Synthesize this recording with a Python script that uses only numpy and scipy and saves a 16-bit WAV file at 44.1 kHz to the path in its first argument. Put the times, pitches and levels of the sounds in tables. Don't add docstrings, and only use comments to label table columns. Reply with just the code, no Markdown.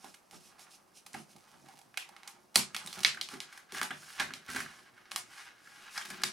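import sys
import numpy as np
from scipy import signal
from scipy.fft import rfft, irfft, next_fast_len
from scipy.io import wavfile
from scipy.ndimage import uniform_filter1d, map_coordinates

SR = 44100
rng = np.random.default_rng(int(sys.argv[2]) if len(sys.argv) > 2 else 0)


def put_to_file(sound):
    columns = np.atleast_2d(sound).T
    safe = np.clip(columns, -1, 1)
    whole_steps = np.round(safe * 32767)
    wavfile.write(sys.argv[1], SR, whole_steps.astype(np.int16))


N = 278712

# freq_hz, level_db
AIR_SPECTRUM = [(25, -27.5), (80, -16.5), (150, -17), (270, -12), (520, -12.5), (740, -10.5), (1180, -13),
                (1500, -17.5), (2200, -23), (6000, -43.5), (11000, -28.5), (16000, -36)]
SCRAPE_SPECTRUM = [(300, -15.5), (550, -23), (780, -4), (1200, 1.5), (1650, 3), (2400, -1.5), (3300, -5),
                   (6000, -11), (12000, -43.5)]
SKIN_SPECTRUM = [(1200, -35), (2500, -2.5), (3500, -4), (5500, 1.5), (7500, -4), (9800, -2.5),
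                 (12500, -12.5), (15000, -19), (16500, -28.5)]
SHUFFLE_SPECTRUM = [(25, -38.5), (55, -31), (80, -10), (115, -4.5), (150, 2), (210, 1.5), (290, -7),
                    (370, 1.5), (480, -20.5), (700, -2.5), (1500, -61.5)]
# start_s, length_s, level_db
SCRAPES = [(0.0, 0.097, -61), (0.32, 0.036, -57.5), (0.42, 0.35, -67), (1.14, 0.077, -58),
           (1.42, 0.21, -67), (1.65, 0.065, -62.5), (2.05, 0.32, -62.5), (2.7, 0.21, -56.5),
           (2.94, 0.086, -52.5), (3.3, 0.076, -50), (3.39, 0.24, -60), (3.72, 0.072, -45.5),
           (4.0, 0.42, -57.5), (4.188, 0.039, -34.5), (4.475, 0.066, -46.5), (4.55, 0.062, -47),
           (4.64, 0.19, -58), (4.8, 1, -64), (5.29, 0.22, -55), (5.73, 0.3, -55.5), (5.95, 0.06, -45.5),
           (6.05, 0.26, -52)]
SLIDES = [(0.0, 0.14, -62), (0.325, 0.054, -58), (0.4, 0.11, -61.5), (0.595, 0.053, -58.3),
          (0.705, 0.059, -58.5), (0.955, 0.044, -57), (1.14, 0.086, -58), (1.29, 0.046, -64),
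          (1.41, 0.37, -73), (2.78, 0.33, -57.5), (3.28, 0.094, -56), (3.51, 0.1, -63), (3.735, 0.053, -49),
          (3.93, 0.32, -57.5), (4.495, 0.049, -49.5), (4.55, 0.085, -50.5), (4.62, 0.21, -63.5),
          (5.3, 0.17, -58.5), (5.63, 0.29, -63.5), (5.92, 0.1, -50.5), (6.06, 0.075, -54.5)]
SHUFFLES = [(0.32, 0.075, -62.5), (1.14, 0.11, -61.5), (1.29, 0.11, -65), (1.52, 0.28, -70.5),
            (2.7, 0.47, -63.5), (2.97, 0.087, -59), (3.11, 0.15, -61.5), (3.3, 0.13, -62.5),
            (3.75, 0.33, -70), (4.21, 0.15, -60), (4.52, 0.17, -58.5), (5.1, 0.13, -65),
            (6.07, 0.27, -57.5)]
CRINKLES = [(1.3, 0.26, -69.5), (1.66, 0.14, -67.5), (2.94, 0.073, -49), (3.745, 0.057, -45),
            (4.04, 0.23, -57.5), (4.49, 0.14, -50.5), (6.0, 0.18, -54.5)]
# pitch_hz, width_hz, level_db
SHELL_MODES = [(757, 93, 4), (1236, 55, 4), (1550, 22, 2), (2183, 180, 1), (2410, 55, -1.5),
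               (2938, 93, 3.5), (3400, 270, -3), (4050, 180, 1.5), (4600, 110, -1), (4920, 320, -2),
               (5740, 580, -4.5), (9720, 500, -1.5)]
# start_s, push_db, favoured_hz
KNOCKS = [(0.041, -51.5, 336), (0.329, -57, 143), (0.335, -55.5, 400), (1.143, -43.5, 163),
          (2.559, -35, 210), (2.59, -39, 165), (3.048, -44, 100), (3.334, -44.5, 239), (3.727, -47, 368),
          (3.815, -45.5, 259), (3.905, -47.5, 230), (4.199, -44, 221), (4.304, -53, 243), (4.489, -39, 95),
          (4.547, -42, 213), (4.584, -41.5, 115), (6.108, -48, 187), (6.238, -40, 130)]
# pitch_hz, level_db, t60_s
KNOCK_MODES = [(78, -11, 0.16), (110, -6.5, 0.053), (144.4, -3, 0.26), (193, -0.5, 0.13),
               (227.8, -1.5, 0.15), (257.2, 1, 0.12), (305, -1.5, 0.13), (376, 0, 0.21), (397.6, 1.5, 0.15)]
# start_s, level_db, crack_db
TAPS = [(0.043, -45, -19.5), (0.328, -56, -23), (0.5928, -52, -7), (1.063, -46.5, 5), (1.146, -41, -27),
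        (1.3622, -54.5, -11), (1.685, -51.5, -20), (1.736, -57, -25), (1.762, -63, -14),
        (1.7887, -53.5, -7), (1.814, -56.5, -10), (2.089, -50.5, -18), (3.145, -43, -20),
        (3.1716, -38.5, -34), (3.338, -44, -14), (3.526, -47, -19), (3.575, -46, -15.5), (3.7468, -39, -20),
        (3.8253, -33.5, -26), (3.9062, -35, -30), (3.911, -38, -36), (4.201, -29.5, -25),
        (4.3055, -41.5, -44), (4.4876, -40, -29), (4.5, -40, -15), (4.5469, -38, -20), (4.5621, -29, -19),
        (4.603, -34, -19.5), (4.659, -43, -27), (4.977, -52.5, -31), (5.6724, -51.5, -26),
        (5.9644, -44, -28), (6.012, -39, -29), (6.055, -46, -14), (6.102, -39, -11.5), (6.2172, -43, -13),
        (6.2355, -28.5, -15)]
# start_s, level_db, pitch_hz, half_width_octaves, crack_db, t60_s
SNAPS = [(0.141, -50, 1980, .36, -6, 0.033), (0.311, -53, 4000, 2.3, 5, 0.0052),
         (1.132, -50, 7340, 0.55, -13, 0.0056), (1.1406, -40, 1740, 0.45, -17, 0.045),
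         (1.942, -51.5, 1530, 0.65, -38, 0.01), (1.9734, -30, 2300, 0.59, -10, 0.022),
         (2.1642, -49, 1560, 1.1, -41, 0.01), (2.2325, -50.5, 1490, 1.5, -32, 0.0043),
         (2.2752, -41.5, 5700, 0.96, -4.5, 0.023), (2.544, -41, 5880, 1.1, 7, 0.11),
         (2.5576, -20.5, 4050, 0.94, -15, 0.016), (2.562, -22, 4470, 0.067, -21, .006),
         (2.572, -30, 9650, .6, -12, .004), (2.558, -21, 9600, 0.44, -20, 0.0015),
         (2.5591, -19.5, 1430, 3.4, -25.5, 0.011), (2.7463, -32.5, 2000, 0.8, -12.5, 0.017),
         (2.765, -33, 3100, 0.86, -8, 0.0031), (2.862, -42.5, 9000, 0.52, -7, 0.0039),
         (2.873, -39, 3660, 0.089, -13, 0.018), (2.928, -40, 4140, 0.42, -5, 0.011),
         (3.033, -32, 3500, 1.5, -20, 0.014), (3.0484, -17, 4000, 0.31, -24.5, 0.006),
         (3.0487, -20.5, 2040, 0.27, -34, 0.032), (3.2126, -30, 3800, 0.45, -15.5, 0.0082),
         (3.288, -42.5, 2140, 1.7, -40, 0.005), (3.4034, -36, 3320, 1.14, -29, 0.0027),
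         (3.722, -42.5, 1890, 4.7, -37, 0.006), (3.815, -28, 1280, 0.8, -17.5, 0.0041),
         (3.8308, -32.5, 5200, 3.3, -12, 0.0048), (3.9078, -41, 3170, 0.15, -20, 0.012),
         (3.9098, -45.5, 706, 0.14, -30, 0.017), (4.1985, -27, 1880, 1.36, -32, 0.027),
         (4.2063, -36, 1090, 0.29, -22, 0.014), (4.337, -37.5, 3020, 1.15, -32, .004),
         (5.112, -49.5, 4000, 1.7, -16.5, .01), (5.1167, -36.5, 1710, 1.94, -32, 0.0051),
         (5.161, -29, 5240, 2.7, -20, 0.0029), (5.1602, -38, 1120, 0.36, -27, 0.0041),
         (5.977, -34.5, 1500, 0.42, -18, 0.016), (5.977, -35.5, 5300, 0.17, -20, 0.011),
         (6.2363, -24.5, 4470, 0.57, -12, 0.018)]
# start_s, length_s, level_db, pitch_hz, width_hz
DRAGS = [(1.979, 0.045, -47, 2550, 262), (3.758, 0.17, -51, 1640, 240), (4.03, 0.14, -55, 1510, 260),
         (5.655, 0.17, -58.5, 1590, 150), (5.74, 0.2, -63, 2680, 380), (6.011, 0.02, -45, 3270, 120)]
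# time_s, left_minus_right_db
PAN = [(0, -4), (1.1, -3), (2.0, -4.5), (2.55, -2.2), (3.05, -3.5), (3.7, 0), (4.3, -2.5), (6.3, 0.8)]
# freq_hz, t60_s
ROOM_DECAY = [(150, 0.23), (400, 0.13), (1040, 0.22), (2760, 0.21), (7280, 0.22), (15000, 0.058)]
# freq_hz, gain_db
ROOM_TONE = [(150, 1.5), (500, 3.5), (1200, -3.5), (2500, -2.5), (4200, -3.5), (7000, -3.5), (11000, -0.5),
             (16000, -1.5)]
# freq_hz, correlation
STEREO_LIKENESS = [(40, 0.42), (130, 0.21), (1400, 0.22), (4000, 0.53), (8000, 0.5), (14000, 0.27)]

# pitch_hz, width_hz, boost_db
SHUT, OPEN = (800, 400, 10.6), (1603, 100, 6.5)
OPENS_AT_S = 2.7
# even_band_hz, dense_db, blur_octaves, smear_s, clean_db
ONE_SIDE, ALL_ROUND = (1200, -4.5, 0, 0, -23.5), (100, 4.5, 0.3, 0.1245, -1)


def amp(db):
    return 10 ** (np.asarray(db) / 20)


def unit(x):
    return x / np.sqrt(np.mean(x ** 2) + 1e-20)


def along(points, hz):
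    freqs, values = np.transpose(points)
    return np.interp(np.log(hz + 1), np.log(freqs + 1), values)


def wobble(rate_hz):
    return map_coordinates(rng.standard_normal(int(N * rate_hz / SR) + 4), [np.arange(N) * rate_hz / SR])


def add(out, start_s, wave):
    span = out[round(start_s * SR):][:len(wave)]
    span += wave[:len(span)]


def filtered(x, response):
    size = next_fast_len(x.shape[-1] + SR // 4)
    return irfft(rfft(x, size) * response(np.fft.rfftfreq(size, 1 / SR)), size)[..., :x.shape[-1]]


def causal(gain):
    cepstrum = irfft(np.log(np.maximum(gain, 1e-6)))
    half = len(cepstrum) // 2
    cepstrum[1:half] *= 2
    cepstrum[half + 1:] = 0
    return np.exp(rfft(cepstrum))


def coloured(x, gain, size=8192):
    response = irfft(causal(gain(np.fft.rfftfreq(size, 1 / SR))))
    return unit(signal.oaconvolve(x, response)[:N])


def spread(pair):
    angle = lambda hz: np.arccos(np.clip(along(STEREO_LIKENESS, hz), -1, 1)) / 2
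    mid, side = filtered(pair, lambda hz: np.array([np.cos(angle(hz)), np.sin(angle(hz))]))
    return np.array([mid + side, mid - side])


def resonance(hz, pitch_hz, width_hz, db):
    return amp(db) ** 2 / (1 + (2 * (hz - pitch_hz) / width_hz) ** 2)


def shell(hz, dense_db):
    return np.sqrt(sum(resonance(hz, *mode) for mode in SHELL_MODES) + amp(dense_db) ** 2)


def friction(slips_per_s, scatter_db, hiss_db):
    sizes = amp(scatter_db * np.minimum(rng.exponential(size=N), 4))
    slips = (rng.random(N) < slips_per_s / SR) * sizes * rng.choice([-1, 1], N)
    return unit(unit(slips) + amp(hiss_db) * rng.standard_normal(N))


def strokes(rows, rest_db, edge_db, steepness=2.3):
    t = np.arange(0, N, 32) / SR
    power = amp(rest_db) ** 2
    for start_s, length_s, db in rows:
        from_middle = 2 * (t - start_s) / length_s - 1
        power = power + amp(db + edge_db * np.abs(from_middle) ** steepness) ** 2
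    return np.interp(np.arange(N) / SR, t, np.sqrt(power))


def air(level_db=-68):
    rush = filtered(rng.standard_normal((2, N)), lambda hz: amp(along(AIR_SPECTRUM, hz)))
    return amp(level_db) * unit(spread(rush))


def hollow_rub(cavity, hiss_db, flex_octaves, overtone_ratio=1.76, overtone_db=-10.5):
    pitch_hz, width_hz, boost_db = cavity
    out = np.zeros(N)
    for flex in (-1, 0, 1):
        tone_hz = pitch_hz * 2 ** (flex * flex_octaves)
        hollow = lambda hz: np.sqrt(1 + resonance(hz, tone_hz, width_hz, boost_db)
                                    + resonance(hz, tone_hz * overtone_ratio, width_hz,
                                                boost_db + overtone_db))
        colour = lambda hz: amp(along(SCRAPE_SPECTRUM, hz)) * shell(hz, dense_db=1) * hollow(hz)
        slips = friction(slips_per_s=300, scatter_db=2, hiss_db=hiss_db)
        out += amp(3.5 * wobble(35) - 3.4 * abs(flex)) * coloured(slips, colour)
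    return unit(out)


def scrapes(grip):
    opened = np.clip(np.arange(N) / SR - OPENS_AT_S, 0, 1)
    shut_pack = np.sqrt(1 - opened) * hollow_rub(SHUT, hiss_db=-6, flex_octaves=0.13)
    open_tray = np.sqrt(opened) * hollow_rub(OPEN, hiss_db=-2, flex_octaves=0.12)
    return strokes(SCRAPES, rest_db=-78, edge_db=-7) * amp(1.4 * grip) * (shut_pack + open_tray)


def slides(grip):
    slips = friction(slips_per_s=3800, scatter_db=3.5, hiss_db=-5)
    hiss = coloured(slips, lambda hz: amp(along(SKIN_SPECTRUM, hz)))
    return strokes(SLIDES, rest_db=-76, edge_db=-6.5) * amp(0.9 * grip) * hiss


def knocks(rise_s=0.0025, trim_db=-1, favour_db_per_octave=8, low_hz=65):
    out, t = np.zeros(N), np.arange(SR // 2) / SR
    hz, db, t60_s = np.transpose(KNOCK_MODES)[:, :, None]
    attack = 1 - np.exp(-t / rise_s)
    low_cut = signal.butter(3, low_hz, "high", fs=SR, output="sos")
    for start_s, push_db, favoured_hz in KNOCKS:
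        octaves_off = np.abs(np.log2(hz / favoured_hz))
        mode_db = db + rng.normal(0, 1, hz.shape) - favour_db_per_octave * octaves_off
        ring = np.sum(amp(mode_db - 60 * t / t60_s) * np.sin(2 * np.pi * hz * t), axis=0)
        add(out, start_s, amp(push_db + trim_db) * signal.sosfilt(low_cut, ring * attack))
    return out


def click(db, pitch_hz, octaves, crack_db, t60_s, view,
          ring_db=-26, ring_t60_s=0.11, low_hz=680, high_hz=11000, body_db=-32, size=4096):
    t, hz = np.arange(1, size + 1) / SR, np.fft.rfftfreq(size, 1 / SR) + 1
    even_band_hz, dense_db, blur_octaves, smear_s, clean_db = view
    decay = amp(-60 * t / (t60_s + smear_s)) + amp(ring_db - 60 * t / ring_t60_s)
    attack = 1 - np.exp(-20 * t / t60_s)
    burst = rfft(unit(rng.standard_normal(size) * decay * attack)) / np.sqrt(size)
    burst += amp(db - clean_db)
    band_power = uniform_filter1d(np.abs(burst) ** 2, int(even_band_hz * size / SR) + 1)
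    burst /= causal(np.sqrt(np.abs(band_power)))
    peak = 1 / (1 + (np.log2(hz / pitch_hz) / (octaves + blur_octaves)) ** 2)
    patch = np.hypot(peak, amp(crack_db))
    radiation = 1 / np.sqrt((1 + (hz / high_hz) ** 10) * (1 + (low_hz / hz) ** 8))
    body = amp(body_db) / (1 + np.log2(hz / 250) ** 4)
    wave = irfft(burst * causal((patch * radiation + body) * shell(hz, dense_db)))
    return amp(db) * unit(wave) * np.sqrt(0.005 * SR / size)


def taps(view, half_width_octaves=0.26, t60_s=0.022):
    out = np.zeros(N)
    for start_s, db, crack_db in TAPS:
        hollow_hz = (SHUT if start_s < OPENS_AT_S else OPEN)[0]
        add(out, start_s, click(db, hollow_hz, half_width_octaves, crack_db, t60_s, view))
    return out


def snaps(view):
    out = np.zeros(N)
    for start_s, db, pitch_hz, octaves, crack_db, t60_s in SNAPS:
        add(out, start_s, click(db, pitch_hz, octaves, crack_db, t60_s, view))
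    return out


def shuffles():
    slips = friction(slips_per_s=220, scatter_db=5, hiss_db=-14)
    rumble = coloured(slips, lambda hz: amp(along(SHUFFLE_SPECTRUM, hz)))
    return strokes(SHUFFLES, rest_db=-76, edge_db=-6.5) * rumble


def crinkles(low_hz=1000, high_hz=7000):
    cracks = friction(slips_per_s=220, scatter_db=3, hiss_db=-29)
    rolloff = lambda hz: np.sqrt((1 + (low_hz / (hz + 1)) ** 4) * (1 + (hz / high_hz) ** 4))
    crackle = coloured(cracks, lambda hz: shell(hz, dense_db=0) / rolloff(hz))
    return strokes(CRINKLES, rest_db=-89.5, edge_db=-5.5) * crackle


def drags(edge_db=-7, wander_octaves=0.037):
    out = np.zeros(N)
    slips = friction(slips_per_s=300, scatter_db=5.5, hiss_db=-2.5) * amp(7.2 * wobble(45))
    flex = 2 ** (wander_octaves * wobble(45))
    for start_s, length_s, db, pitch_hz, width_hz in DRAGS:
        t = np.arange(-length_s, length_s, 1 / SR)
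        first = round((start_s - length_s / 2) * SR)
        span = slice(first, first + len(t))
        carrier = np.exp(2j * np.pi * pitch_hz * np.cumsum(flex[span]) / SR)
        ring = signal.lfilter([1], [1, -np.exp(-np.pi * width_hz / SR)], slips[span] / carrier) * carrier
        swell = amp(db + edge_db * (2 * t / length_s) ** 2)
        add(out, first / SR, swell * unit(ring.real))
    return out


def table_echo(x, delay_s=0.0036, echo_db=-9):
    return x + amp(echo_db) * np.pad(x, round(delay_s * SR))[:N]


def room(x, predelay_s=0.004, positions=12):
    out = np.zeros((2, N + SR))
    lag = round(predelay_s * SR)
    edges = np.linspace(0, N, positions + 1).astype(int)
    for first, last in zip(edges, edges[1:]):
        hz, t, noise = signal.stft(rng.standard_normal((2, SR // 2)), SR, nperseg=256)
        decay = amp(-60 * t / along(ROOM_DECAY, hz)[:, None])
        decay /= np.sqrt(np.mean(decay ** 2, axis=1, keepdims=True) * SR / 2)
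        tail = signal.istft(noise * decay, SR, nperseg=256)[1]
        wet = signal.fftconvolve(x[None, first:last], tail, axes=1)
        out[:, first + lag:first + lag + wet.shape[1]] += wet
    return filtered(spread(out[:, :N]), lambda hz: amp(along(ROOM_TONE, hz)))


def scene(room_db=-1.44, knock_send_db=-3):
    grip = wobble(70)
    rubbing = scrapes(grip) + slides(grip) + shuffles() + drags() + crinkles()
    thuds = knocks()
    pan_db = np.interp(np.arange(N) / SR, *np.transpose(PAN))
    pan = amp(np.array([pan_db, -pan_db]) / 2)
    direct = table_echo(snaps(ONE_SIDE) + taps(ONE_SIDE) + rubbing + thuds) * pan
    room_send = snaps(ALL_ROUND) + taps(ALL_ROUND) + rubbing + amp(knock_send_db) * thuds
    return direct + amp(room_db) * room(room_send) + air()


def record(dry, ceiling=0.95, top_hz=16000):
    rounded = dry / (1 + np.abs(dry / ceiling) ** 8) ** (1 / 8)
    return filtered(rounded, lambda hz: 1 / np.sqrt(1 + (hz / top_hz) ** 160))


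dry = scene()
out = record(dry)
put_to_file(out)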